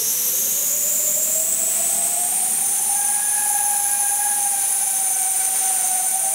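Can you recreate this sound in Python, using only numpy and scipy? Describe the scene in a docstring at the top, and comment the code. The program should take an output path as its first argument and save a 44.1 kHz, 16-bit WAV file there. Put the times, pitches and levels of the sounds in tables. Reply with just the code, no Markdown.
"""Six lift fans of a model jump jet spool up on a lawn by a shed, then the jet lifts off and hovers.
Each fan hums at its shaft rate and whines at its blade rate; unequal speeds make the fans beat.
Two main fans hum below, a balancing fan strays from their speed, and a duct whistles near full power.
Behind them noise makes jet rush, roar, hiss and rasp; rush and airframe drone thin out off the grass.
The jet is straight ahead of the stereo microphone; a late, filtered copy of its tones gives some width."""
import sys
import numpy as np
from scipy import signal
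from scipy.fft import rfft, irfft, next_fast_len
from scipy.io import wavfile

SR = 44100
rng = np.random.default_rng(int(sys.argv[2]) if len(sys.argv) > 2 else 0)


def generate_wav(sig):
    """Save sig (samples, or channels by samples) to the path in sys.argv[1] as 16-bit PCM at SR."""
    pcm = np.round(np.clip(np.atleast_2d(sig).T, -1, 1) * 32767).astype(np.int16)
    wavfile.write(sys.argv[1], SR, pcm)


N = 279594
TIME_S = np.arange(N) / SR
BLADES = 12  # per fan


def from_db(db):
    """Decibels to amplitude gain."""
    return 10 ** (np.asarray(db) / 20)


def rms_one(x):
    """Scale to unit power."""
    return x / np.sqrt(np.mean(x ** 2) + 1e-20)


def in_time(rows):
    """Draw each column after the first as a curve over time, straight between the rows."""
    start_s, *columns = np.transpose(rows)
    return [np.interp(TIME_S, start_s, column) for column in columns]


def coloured(x, spectrum):
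    """Filter by a (freq_hz, level_db) curve, joined by straight lines over log frequency."""
    freq_hz, level_db = np.transpose(spectrum)
    size = next_fast_len(N + 4096)  # padding for the filter's tail
    bins_hz = np.maximum(np.fft.rfftfreq(size, 1 / SR), 1)
    gain = from_db(np.interp(np.log(bins_hz), np.log(freq_hz), level_db))
    return irfft(rfft(x, size) * gain, size)[:N]


def air_noise(spectrum):
    """Turbulence as white noise filtered to a given colour, rms 1."""
    return rms_one(coloured(rng.standard_normal(N), spectrum))


def drift(rate_hz):
    """Smooth random wandering of rms 1: noise through two equal poles at the given rate."""
    # drawn at a tenth of the sample rate; the first 8000 values let the filter settle
    pole = np.exp(-20 * np.pi * rate_hz / SR)
    noise = rng.standard_normal(N // 10 + 8002)
    slow = signal.lfilter([1], [1, -2 * pole, pole * pole], noise)[8000:]
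    return np.interp(np.arange(N) / 10, np.arange(len(slow)), rms_one(slow))


def angle(freq_hz):
    """Running phase in radians of a changing frequency."""
    return 2 * np.pi * np.cumsum(freq_hz) / SR


def tone(phase, rough, width_hz):
    """A line of rms near 1; turbulence turns a share of it into a narrow skirt of noise."""
    rough = np.clip(rough, 0, 1)
    steady = np.sqrt(2 * (1 - rough ** 2))
    phase = (phase % (2 * np.pi)).astype(np.float32)
    in_phase = (steady + rough * drift(width_hz)) * np.cos(phase)
    quadrature = rough * drift(width_hz) * np.sin(phase)
    return in_phase + quadrature


def swell(centre_s, half_length_s):
    """A smooth bell-shaped rise to 1 and fall around a moment."""
    return np.exp(-((TIME_S - centre_s) / half_length_s) ** 2)


def switch(x, width):
    """A soft step from 0 to 1 as x passes zero."""
    return .5 + .5 * np.tanh(x / width)


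def speed_gain(shaft_hz, full_db, full_hz, db_per_hz):
    """A gain whose decibels change steadily with shaft rate and hold from full_hz on."""
    return from_db(full_db + db_per_hz * np.minimum(shaft_hz - full_hz, 0))


LIFT_OFF_S, CLIMB_S = 2.1, 2.5  # start and length of the climb to the hover


def with_climb(on_grass, aloft):
    """A quantity that eases from one value to another as the aircraft rises."""
    done = np.clip((TIME_S - LIFT_OFF_S) / CLIMB_S, 0, 1)
    return on_grass + (aloft - on_grass) * np.sin(np.pi / 2 * done) ** 2


def whine_gain(shaft_hz):
    """The lift fans' gain grows early in the spool-up, then holds."""
    return speed_gain(shaft_hz, full_db=-21.8, full_hz=590, db_per_hz=.065)


# Low resonances of the airframe: pitch_hz, half_width_hz, level_db (against one another)
AIRFRAME_MODES = [(76, 4.8, -2), (165.2, 29, 5), (209, 35, 8), (251, 18, 7), (396, 25, 9)]
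DRONE_ON_GRASS_DB, DRONE_ALOFT_DB = -62, -78.5  # added to the table's levels


def airframe():
    """The shell drones in a few roughened low resonances, loudest on the grass."""
    modes = 0
    for pitch_hz, half_width_hz, level_db in AIRFRAME_MODES:
        turn = angle(np.full(N, pitch_hz))
        modes = modes + from_db(level_db) * tone(turn, rough=0.81, width_hz=half_width_hz)
    return from_db(with_climb(DRONE_ON_GRASS_DB, DRONE_ALOFT_DB)) * modes


REST_M, HOVER_M = .15, 1.1  # height above the lawn
ECHO_S_PER_M = 0.001905  # delay of the bounce per metre of height


def lawn_echo(x, share, dull_hz):
    """The duller bounce off the grass comes later with height, sweeping a comb; the sum has rms 1."""
    lag_samples = ECHO_S_PER_M * with_climb(REST_M, HOVER_M) * SR
    lowpass = signal.butter(1, min(dull_hz, SR / 4), fs=SR, output="sos")
    bounce = signal.sosfilt(lowpass, x)
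    return rms_one(x + share * np.interp(np.arange(N) - lag_samples, np.arange(N), bounce))


# Colours of the jets' air, each: freq_hz, level_db (relative, per Hz)
RUSH_COLOUR = [(25, -34), (55, -12), (110, -7.5), (165, -3), (215, 3.5), (320, -13.5), (400, -17),
               (500, -20), (800, -27.5)]  # low exhaust rush
ROAR_COLOUR = [(120, -18), (300, -3), (600, 1.5), (950, 1), (1300, -0.5), (2300, 2.5), (3000, 1),
               (3800, 1.5), (4600, -1.5), (6000, 4), (9000, -17.5)]  # exhaust roar
HISS_COLOUR = [(4000, -21.5), (5100, -17), (5700, -4), (6500, 2.5), (7100, 5.5), (7800, 3.5), (9000, 3.5),
               (10400, 4), (11500, 2.5), (13500, 1), (15700, -0.5)]  # blade hiss
RASP_COLOUR = [(2200, -21), (2950, 5.5), (3350, 0), (3750, 8), (4200, 2), (4900, -42)]  # rasp in the ducts
# Brief swells of the roar: centre_s, half_length_s, rise_db
ROAR_RISES = [(1.95, .35, 1.8), (5.65, .25, 2.4)]
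RUSH_ON_GRASS_DB, RUSH_ALOFT_DB = -51, -55.5
RASP_DB, RASP_ENDS_S, RASP_FADE_S = -42, .69, .015  # clears abruptly during the spool-up


def jets(rush_gust_db, roar_db, roar_gust_db):
    """Exhaust rush and roar, blade hiss that eases as the fans gain speed, and duct rasp."""
    shaft_hz, = in_time(LIFT_FAN_SPEED)
    rush_db = with_climb(RUSH_ON_GRASS_DB, RUSH_ALOFT_DB) + rush_gust_db * drift(3)
    rush = from_db(rush_db) * air_noise(RUSH_COLOUR)

    swells_db = sum(rise_db * swell(centre_s, half_s) for centre_s, half_s, rise_db in ROAR_RISES)
    roar_gain = from_db(roar_db + swells_db + roar_gust_db * drift(7))
    roar = roar_gain * lawn_echo(air_noise(ROAR_COLOUR), share=0.11, dull_hz=3880)

    gusts = from_db(.7 * drift(8))
    hiss_gain = speed_gain(shaft_hz, full_db=-25.3, full_hz=790, db_per_hz=-.01)
    hiss = hiss_gain * gusts * air_noise(HISS_COLOUR)

    rasp_gain = from_db(RASP_DB) * switch(RASP_ENDS_S - TIME_S, RASP_FADE_S)
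    rasp = rasp_gain * air_noise(RASP_COLOUR)
    return rush + roar + hiss + rasp


WHISTLE_STARTS_S, WHISTLE_FADE_S, WHISTLE_DB = 2.62, .08, -34.5
# lower pitch at the reference shaft rate, and how little it follows the fans
WHISTLE_HZ, HOVER_SHAFT_HZ, WHISTLE_HZ_PER_SHAFT_HZ = 6290, 760, 1.1


def duct_whistle(upper_ratio, upper_db):
    """Near full power a duct sounds a breathy, fluttering pair of pitches that barely follow the fans."""
    shaft_hz, = in_time(LIFT_FAN_SPEED)
    follow_hz = WHISTLE_HZ_PER_SHAFT_HZ * (shaft_hz - HOVER_SHAFT_HZ)
    turn = angle(WHISTLE_HZ + follow_hz + 15 * drift(8))
    lower = tone(turn, rough=.9, width_hz=55)
    upper = from_db(upper_db) * tone(upper_ratio * turn, rough=1, width_hz=140)
    onset = switch(TIME_S - WHISTLE_STARTS_S, WHISTLE_FADE_S)
    return onset * from_db(WHISTLE_DB + 1.4 * drift(14)) * (lower + upper)


def blade_wash(level_db, order, width_hz):
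    """Blades chopping eddies add a broad shoulder just above the whine."""
    shaft_hz, = in_time(LIFT_FAN_SPEED)
    shoulder = tone(order * angle(shaft_hz), rough=0.99, width_hz=width_hz)
    return from_db(level_db) * whine_gain(shaft_hz) * shoulder


# The balancing fan leads, lags, races to raise the aircraft, and drops back as the nose sinks:
# centre_s, half_length_s, offset_hz (from the main fans' shaft rate), hum_db, whine_db
BALANCING_MOVES = [(.06, .13, 95, -57, -31), (.42, .2, -135, -46.5, -55), (2.13, .5, 112, -42.5, -36),
                   (2.86, .16, 44, -46, -36), (6.36, .26, -128, -39, -43)]


def trim_fan():
    """One fan leaves the main fans' speed to balance the aircraft, and stands out while it does."""
    shaft_hz, hum_gain, whine_gain_now = in_time(MAIN_FAN_SPEED)[0], 0, 0
    for centre_s, half_length_s, offset_hz, hum_db, whine_db in BALANCING_MOVES:
        move = swell(centre_s, half_length_s)
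        shaft_hz = shaft_hz + offset_hz * move
        hum_gain = hum_gain + from_db(hum_db) * move
        whine_gain_now = whine_gain_now + from_db(whine_db) * move
    turn = angle(shaft_hz * (1 + 0.00205 * drift(5.58)))
    hum = hum_gain * tone(turn, rough=0.47, width_hz=12)
    whine = whine_gain_now * tone(BLADES * turn, rough=0.33, width_hz=91)
    return hum + whine


# Throttle of the main fans: start_s, shaft_hz, level_db (hum, before hum_db and fading)
MAIN_FAN_SPEED = [(0, 438, -39.3), (0.12, 457, -54.0), (0.4, 524, -51.8), (1.1, 618, -45.8),
                  (1.42, 647, -36.0), (1.7, 679, -41.7), (2.4, 728, -36.8), (2.62, 747, -50.8),
                  (2.97, 819, -32.8), (3.33, 836, -39.4), (3.5, 833, -28.2), (3.98, 813, -34.0),
                  (4.27, 831, -27.1), (4.8, 776, -38.8), (5.2, 764, -34.1), (5.75, 760, -35.9),
                  (5.97, 742, -30.2), (6.34, 780, -33.0)]
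# the overtones come out as the aircraft lifts clear of the grass
OVERTONES_START_S, OVERTONES_FADE_S, OVERTONES_ON_GRASS_DB = 2.94, .04, -11
SECOND_DB = -49.5  # floor of the second harmonic, which surges near top speed
# random fading, deeper in the air
FADING_ON_GRASS_DB, FADING_ALOFT_DB, FADING_HZ = .6, 1.5, 12


def main_fans(twin_db, detune, hum_db, blade_db):
    """Two slightly unbalanced rotors hum and beat against each other, twice as fast at the octave."""
    shaft_hz, level_db = in_time(MAIN_FAN_SPEED)
    turn = angle(shaft_hz * (1 + 0.00152 * drift(8.256)))
    twin_turn = angle(shaft_hz * (1 - detune + .009 * drift(5.17)))

    twin_hum = from_db(twin_db) * tone(twin_turn, rough=0.27, width_hz=21)
    hum = rms_one(tone(turn, rough=0.24, width_hz=53) + twin_hum)
    fading_db = with_climb(FADING_ON_GRASS_DB, FADING_ALOFT_DB) * drift(FADING_HZ)
    hum = from_db(level_db + hum_db + fading_db) * hum

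    twin_second = from_db(twin_db - 1.5) * tone(2 * twin_turn, rough=0.39, width_hz=25)
    second = rms_one(tone(2 * turn, rough=0.56, width_hz=23) + twin_second)
    surge = speed_gain(shaft_hz, full_db=-40, full_hz=836, db_per_hz=.32)
    third = tone(3 * turn, rough=.9, width_hz=50)
    third_gain = speed_gain(shaft_hz, full_db=-50, full_hz=755, db_per_hz=.2)
    overtones = second * (from_db(SECOND_DB) + surge) + third * third_gain
    held_back_db = OVERTONES_ON_GRASS_DB * switch(OVERTONES_START_S - TIME_S, OVERTONES_FADE_S)
    overtones *= from_db(held_back_db + 2.2 * drift(FADING_HZ))

    blade_gain = speed_gain(shaft_hz, full_db=blade_db, full_hz=820, db_per_hz=.04)
    whine = blade_gain * tone(BLADES * turn, rough=0.5, width_hz=82)
    return hum + overtones + whine


# spread of the fans' speeds as a share of the shaft rate; they draw together in flight
SPREAD_ON_GRASS, SPREAD_ALOFT = .029, .02
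# the whine's octave flares as the fans start to speed up
FLARE_S, FLARE_HALF_LENGTH_S, FLARE_DB = .32, .14, 4
# Throttle of the lift fans: start_s, shaft_hz
LIFT_FAN_SPEED = [(0, 492), (0.25, 507), (0.55, 552), (0.9, 591), (1.2, 610), (1.5, 649), (2.2, 695),
                  (2.45, 751), (2.72, 783), (3.05, 781), (3.7, 822), (4.25, 813), (4.45, 782), (4.82, 811),
                  (5.2, 761), (6.08, 756), (6.34, 783)]


def lift_fans(count, wander, wander_hz, fade_db, hum_db, octave_db, octave_fall, sideband_db):
    """Fans at staggered, wandering speeds hum at the shaft rate and whine at the blade rate."""
    shaft_hz, = in_time(LIFT_FAN_SPEED)
    spread = with_climb(SPREAD_ON_GRASS, SPREAD_ALOFT)
    # the octave of the blade tone is stronger at low speed
    flare_db = FLARE_DB * swell(FLARE_S, FLARE_HALF_LENGTH_S)
    octave_gain = from_db(octave_db + flare_db) * (shaft_hz[0] / shaft_hz) ** octave_fall
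    fans = 0
    for stagger in rms_one(np.linspace(-1, 1, count)):
        # the flight controller's constant nudges, as a random wander
        offset = spread * (.8 * stagger + wander * drift(wander_hz))
        turn = angle(shaft_hz * (1 + offset))
        hum = from_db(hum_db) * tone(turn, rough=0.8, width_hz=20.7)
        # eddies drawn into the intake smear the blade tone, and its octave far more
        whine = tone(BLADES * turn, rough=.8, width_hz=75)
        octave = octave_gain * tone(2 * BLADES * turn, rough=1, width_hz=300)
        # unequal blades swell the whine once every turn
        whine = whine * (1 + from_db(sideband_db) * np.cos(turn))
        # churned-up air makes each fan's whine and octave swell and fade on their own
        fans = fans + hum + (whine + octave) * from_db(fade_db * drift(11.7))
    return whine_gain(shaft_hz) * rms_one(fans)


# Stereo width of the tones: a late, filtered copy, opposite in the two channels, # mostly around the whine and
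# the low hum: freq_hz, level_db (side against the tones)
STEREO_WIDTH = [(30, -26), (200, -20.5), (450, -23.5), (850, -34.5), (2000, -57), (4500, -63), (6000, -23),
                (9500, -20), (11000, -17), (12000, -63)]


def scene():
    """The aircraft stands straight ahead of the microphone; a late copy of its tones gives some width."""
    lift = lift_fans(count=6, wander=.65, wander_hz=4.5, fade_db=0.5, hum_db=-17.8,
                     octave_db=1, octave_fall=3.2, sideband_db=-6)
    tones = from_db(-0.6) * lift + blade_wash(level_db=-6, order=12.7, width_hz=1200)
    tones += main_fans(twin_db=-4.5, detune=.014, hum_db=-.1, blade_db=-29.5)
    tones += trim_fan() + airframe()
    mid = tones + duct_whistle(upper_ratio=1.118, upper_db=-8)
    mid += jets(rush_gust_db=1.5, roar_db=-37.5, roar_gust_db=.6)
    # the copy is 23 ms late, with opposite sign in the two channels
    side = coloured(np.roll(tones, round(.023 * SR)), STEREO_WIDTH)
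    return np.array([mid + side, mid - side])


CUTOFF_HZ = 15750


def record(dry):
    """A long linear-phase lowpass cuts the top steeply in both channels."""
    lowpass = signal.firwin(801, CUTOFF_HZ, fs=SR)
    return signal.fftconvolve(dry, lowpass[None], mode="same", axes=1)


dry = scene()
out = record(dry)
generate_wav(out)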